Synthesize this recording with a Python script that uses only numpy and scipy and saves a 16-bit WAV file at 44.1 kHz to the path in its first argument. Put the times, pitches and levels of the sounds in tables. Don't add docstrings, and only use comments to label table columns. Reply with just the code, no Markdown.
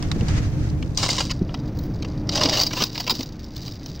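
import sys
import numpy as np
from scipy import signal
from scipy.fft import rfft, irfft, next_fast_len
from scipy.io import wavfile
from scipy.ndimage import map_coordinates

SR = 44100
rng = np.random.default_rng(int(sys.argv[2]) if len(sys.argv) > 2 else 0)


def store_wav(level_fs):
    pcm = np.round(np.clip(np.atleast_2d(level_fs), -1, 1) * 32767)
    wavfile.write(sys.argv[1], SR, pcm.T.astype(np.int16))


N = 176400

# time_s, level_db
RUMBLE_LEVEL = [(0,-23.5),(.38,-21.5),(.8,-24.5),(1.15,-31.5),(2.1,-29),(2.6,-36.5),(3,-44),(3.35,-37)]
# freq_hz, gain_db
RUMBLE_EQ = [(26,-6.5),(48,-1),(78,2.5),(140,0.5),(900,-63.5)]
# time_s, level_db
ENGINE_LEVEL = [(.4,-30.5),(1,-34),(2.5,-31),(2.9,-38),(4,-40.5)]
# freq_hz, gain_db
ENGINE_EQ = [(60,-20),(150,5.5),(310,0.5),(380,-6),(700,-15),(4000,-48),(10000,-53)]
# pitch_hz, mean_level_db
ENGINE_TONES = [(28.2,-41.5),(112.8,-40.5),(302,-43.5)]
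# time_s, level_db
SLEEVE_LEVEL = [(.25,-43.5),(.3,-34),(.41,-37.5),(.5,-47.5),(.65,-43),(.76,-51.5),(2.6,-53)]
# freq_hz, gain_db
SLEEVE_EQ = [(600,0),(1900,1),(3200,-6),(6300,-6),(9000,-21),(15500,-49)]

# start_s, ring_rel_db, knock_rel_db
TAP_EVENTS = [(.025,-24,-26),(0.115,-20,-23.5),(.209,-36,-32),(0.283,-25.5,-27.5),(.376,-51,-35),(.698,-35.5,-51),(.825,-33.5,-30.5),(1.492,-48,-35.5),(1.542,-26.5,-25),(1.788,-30,-65),(2.024,-25,-33),(2.046,-31.5,-30),(2.71,-34,-26),(2.732,-19,-23.5),(2.955,-25.5,-27.5),(3.066,-24,-27),(3.151,-21,-41),(3.208,-21.5,-30),(3.23,-21,-37),(3.442,-31.5,-59),(3.563,-25,-41),(3.578,-32,-69),(3.679,-29,-40),(3.719,-30.5,-61),(3.86,-25,-40)]
# pitch_hz, gain_db, t60_s
LINK_MODES = [(3700,-2,0.045),(3880,-3,0.03),(4200,-7,0.045),(4620,5.5,0.05),(4880,11,0.034),(5190,4,0.03),(5480,-1,0.04),(6430,-1,0.04)]
# freq_hz, gain_db
LINK_EQ = [(1500,-33),(3200,-6),(3750,6.5),(4750,4),(5600,3.5),(7500,-1.5),(12000,-28.5)]
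# pitch_hz, gain_db, t60_s
RIM_MODES = [(1014,-2.5,0.029),(2057,3.5,0.014),(2874,5,0.017),(3270,-5,0.022)]
# freq_hz, gain_db
RIM_EQ = [(150,-5),(520,2.5),(1100,2),(1550,-6),(3100,0.5),(7000,-43.5)]
# time_s, gain_db
SIZZLE_GAIN = [(0,-24),(1.55,-17),(1.85,6),(2.05,-21),(2.48,-17),(2.63,-8)]
# freq_hz, gain_db
SIZZLE_EQ = [(11000,-61),(12000,-4),(14800,-10.5),(15600,9),(16000,-15)]
# start_s, level_db, pitch_hz
THUD_EVENTS = [(0.159,-17.5,215),(0.218,-18.5,210),(1.413,-14.5,178),(2.449,-18,285),(2.816,-23,215),(3.12,-24,230),(3.192,-22,260)]
# time_s, level_db
JINGLE_LEVEL = [(.94,-55),(.985,-25),(1.2,-26.5),(1.25,-31.5),(1.39,-52),(2.27,-52.5),(2.33,-26.5),(2.6,-23.5),(2.69,-35),(2.8,-26),(2.89,-36.5),(3.21,-35.5),(3.28,-48),(3.56,-46),(3.65,-37),(3.78,-45)]
# start_s, ring_rel_db, knock_rel_db, rebound_s
CLASH_EVENTS = [(0.9734,-10.5,-29,0.0038),(1.028,-11,-15,0.013),(1.06,-20,-24,0.0032),(1.089,-12,-17,0.0019),(1.102,-11.5,-43,0.0042),(1.181,-14,-18.5,0.01),(1.204,-12.5,-16.5,0.0078),(1.296,-19.5,-23.5,0.011),(1.31,-16,-25,0.0049),(2.2909,-15,-25.5,0.003),(2.354,-9.5,-20.5,0.0064),(2.372,-14,-20,0.0057),(2.409,-11,-16.5,0.013),(2.433,-5.5,-20.5,0.0035),(2.4522,-10.5,-16.5,0.0067),(2.486,-16,-18,0.0065),(2.495,-11,-27,0.004),(2.527,-9,-16.5,0.02),(2.571,-9,-17,0.011),(2.593,-7,-21,0.025),(2.612,-9.5,-20,0.0047),(2.634,-9.5,-30,0.0014),(2.6641,-11.5,-29.5,0.0072),(2.766,-19,-20,0.016),(2.803,-12,-14.5,0.018),(2.821,-11,-20.5,0.0055),(2.8375,-9,-24,0.0031),(2.9779,-18.5,-27,0.0019),(2.9988,-15,-23.5,0.0091),(3.074,-17.5,-19,0.005),(3.096,-8,-16.5,0.015),(3.103,-10,-24,0.0076)]
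# pitch_hz, gain_db, t60_s
DISH_MODES = [(473,-10,0.07),(617,6,0.038),(810,-2.5,0.027)]

# time_s, side_rel_db
SIDE_GAIN = [(.85,5),(1,1.5),(1.2,-5.5),(1.45,-25)]
# freq_hz, gain_db
NARROW_EQ = [(5600,0.5),(7500,-8),(11000,-8),(12000,0)]

CONTACTS_PER_S, CONTACT_SCATTER_DB = 1700, 5.5
WHEEL_WIDTH = 0.31
TIME_S = np.arange(N) / SR
RING_TIME_S = TIME_S[:SR // 5]


def amp(db):
    return 10 ** (np.asarray(db) / 20)


def unit_rms(x):
    return x / np.sqrt(np.mean(x ** 2) + 1e-20)


def unit_energy(x):
    return x / np.sqrt(np.sum(x ** 2) + 1e-20)


def curve(points):
    return np.interp(TIME_S, *np.transpose(points))


def wobble(knots_per_s):
    return map_coordinates(rng.standard_normal(400), [TIME_S * knots_per_s], mode="wrap")


def add(track, start_s, x):
    i = max(0, round(start_s * SR))
    track[..., i:i + x.shape[-1]] += x[..., :N - i]


def equalise(x, eq):
    size = 2 * next_fast_len(N // 2 + 8192)
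    freq_hz, gain_db = np.transpose(eq)
    bin_db = np.interp(np.log(np.fft.rfftfreq(size, 1 / SR) + 1), np.log(freq_hz), gain_db)
    cepstrum = irfft(np.log(amp(bin_db)))
    cepstrum[1:size // 2] *= 2
    cepstrum[size // 2 + 1:] = 0
    return irfft(rfft(x, size) * np.exp(rfft(cepstrum)), size)[..., :N]


def stereo(mid, side, width):
    return np.array([mid + width * side, mid - width * side])


def noise(eq, width):
    return unit_rms(equalise(stereo(*rng.standard_normal((2, N)), width), eq))


def burst(t60_s):
    return unit_energy(rng.standard_normal(len(RING_TIME_S)) * amp(-60 * RING_TIME_S / t60_s))


def impacts(samples, per_s, scatter_db):
    strength = amp(scatter_db * np.clip(rng.standard_normal(samples), -2, 2))
    return (rng.random(samples) < per_s / SR) * strength * rng.choice([-1, 1], samples)


def rumble():
    return amp(curve(RUMBLE_LEVEL)) * noise(RUMBLE_EQ, width=0.17)


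def diesel(drift_rad=0.5, flutter_db=0.17):
    level_db = curve(ENGINE_LEVEL)
    hum = sum(amp(db) * np.sqrt(2) * np.sin(2 * np.pi * hz * TIME_S + drift_rad * wobble(3.77))
              for hz, db in ENGINE_TONES)
    drone = amp(level_db + flutter_db * wobble(11)) * noise(ENGINE_EQ, width=0.21)
    return drone + amp(level_db - level_db.mean()) * hum


def sleeve(flutter_db=2):
    return amp(curve(SLEEVE_LEVEL) + flutter_db * wobble(60.7)) * noise(SLEEVE_EQ, width=0.84)


def struck_steel(modes, spread, crack_db, crack_t60_s, width):
    hz, db, t60_s = np.transpose(modes)[:, :, None]
    detune, weight, phase = rng.standard_normal((3, len(modes), 1))
    decay = amp(db + 0.8 * weight - 60 * RING_TIME_S / t60_s)
    cycles = hz * (1 + spread * detune) * RING_TIME_S + phase
    ring = unit_energy((decay * np.sin(2 * np.pi * cycles)).sum(0))
    mid = unit_energy(ring + amp(crack_db) * burst(crack_t60_s))
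    return stereo(mid, burst(crack_t60_s), width)


def contact(t60_scale=1, sizzle_t60_s=0.044):
    scale = np.array([1, 1, t60_scale])
    ring = struck_steel(LINK_MODES * scale, spread=0.018, crack_db=8.5, crack_t60_s=0.014, width=0.65)
    knock = struck_steel(RIM_MODES * scale, spread=0.02, crack_db=11.5, crack_t60_s=0.037,
                         width=WHEEL_WIDTH)
    sizzle = stereo(burst(sizzle_t60_s), burst(sizzle_t60_s), width=1)
    return np.array([ring, knock, sizzle])


def collision(ring_db, knock_db, rebound_s, t60_scale=1):
    t = TIME_S[:SR // 16]
    blows = impacts(len(t), CONTACTS_PER_S, CONTACT_SCATTER_DB) * np.exp(-(t / rebound_s) ** 2 / 2)
    blows[0] = 1.24
    parts = signal.fftconvolve(contact(t60_scale), blows[None, None], axes=2)
    return np.array([amp(db) * unit_energy(p) for db, p in zip((ring_db, knock_db, ring_db), parts)])


def taps(ring_gain_db=22.5, knock_gain_db=31.5):
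    parts = np.zeros((3, 2, N))
    for start_s, ring_db, knock_db in TAP_EVENTS:
        tap = collision(ring_db + ring_gain_db, knock_db + knock_gain_db, rebound_s=0.0035, t60_scale=0.5)
        add(parts, start_s, tap)
    return parts


def thuds(rise_s=0.0061, scuff_gain=0.4):
    track, t = np.zeros(N), TIME_S[:SR // 10]
    envelope = t / rise_s * np.exp(1 - t / rise_s)
    for start_s, db, hz in THUD_EVENTS:
        lowpass = signal.butter(4, 2 * hz, fs=SR, output="sos")
        scuff = unit_rms(signal.sosfilt(lowpass, rng.standard_normal(len(t))))
        add(track, start_s, amp(db) * envelope * (np.sin(2 * np.pi * hz * t) + scuff_gain * scuff))
    return track


def jingle(links=12, peak_contacts_per_s=2600):
    ring_db = curve(JINGLE_LEVEL)
    pull_db = ring_db - ring_db.max()
    knock_db = ring_db.max() - 1 + 1.406 * pull_db
    density = amp(0.95 * pull_db)
    parts = np.zeros((3, 2, N))
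    for _ in range(links):
        response = contact()
        chatter = impacts(N, peak_contacts_per_s * density / links, scatter_db=4.5) / np.sqrt(density)
        parts += signal.oaconvolve(response, chatter[None, None], axes=2)[..., :N]
    return np.array([amp(db) * unit_rms(p) for db, p in zip((ring_db, knock_db, ring_db), parts)])


def clashes(ring_gain_db=23, knock_gain_db=31):
    parts = np.zeros((3, 2, N))
    for start_s, ring_db, knock_db, rebound_s in CLASH_EVENTS:
        add(parts, start_s, collision(ring_db + ring_gain_db, knock_db + knock_gain_db, rebound_s))
    return parts


def dish_boom(peak_s=2.452, sigma_s=0.099, level_db=-28.5):
    t = RING_TIME_S
    ring = sum(amp(db - 60 * t / t60_s) * np.sin(2 * np.pi * hz * t) for hz, db, t60_s in DISH_MODES)
    mid = signal.oaconvolve(impacts(N, CONTACTS_PER_S, CONTACT_SCATTER_DB), ring)[:N]
    side = signal.oaconvolve(impacts(N, CONTACTS_PER_S, CONTACT_SCATTER_DB), ring)[:N]
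    swell = np.exp(-((TIME_S - peak_s) / sigma_s) ** 2 / 2)
    return amp(level_db) * swell * unit_rms(stereo(mid, side, WHEEL_WIDTH))


def scene():
    ring, knock, sizzle = jingle() + clashes() + taps()
    pan_left = amp([[2], [-2]])
    sizzle = equalise(sizzle, SIZZLE_EQ) * amp(curve(SIZZLE_GAIN)) * pan_left
    chain = equalise(ring, LINK_EQ) + equalise(knock, RIM_EQ) + sizzle
    return chain + dish_boom() + thuds() + sleeve() + diesel() + rumble()


def record(dry, wide_above_hz=9800, cutoff_hz=15950):
    size = next_fast_len(N + SR // 2)
    hz = np.fft.rfftfreq(size, 1 / SR)
    mid, side = (dry[0] + dry[1]) / 2, (dry[0] - dry[1]) / 2
    side_db = curve(SIDE_GAIN)
    narrowing = np.clip(side_db / side_db.min(), 0, 1)
    mid = mid + narrowing * (equalise(mid, NARROW_EQ) - mid)
    side_spectrum = np.where(hz < wide_above_hz, rfft(side * amp(side_db), size), rfft(side, size))
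    spectrum = stereo(rfft(mid, size), side_spectrum, width=0.74)
    return irfft(spectrum * (hz < cutoff_hz), size)[:, :N]


dry = scene()
out = record(dry)
store_wav(out)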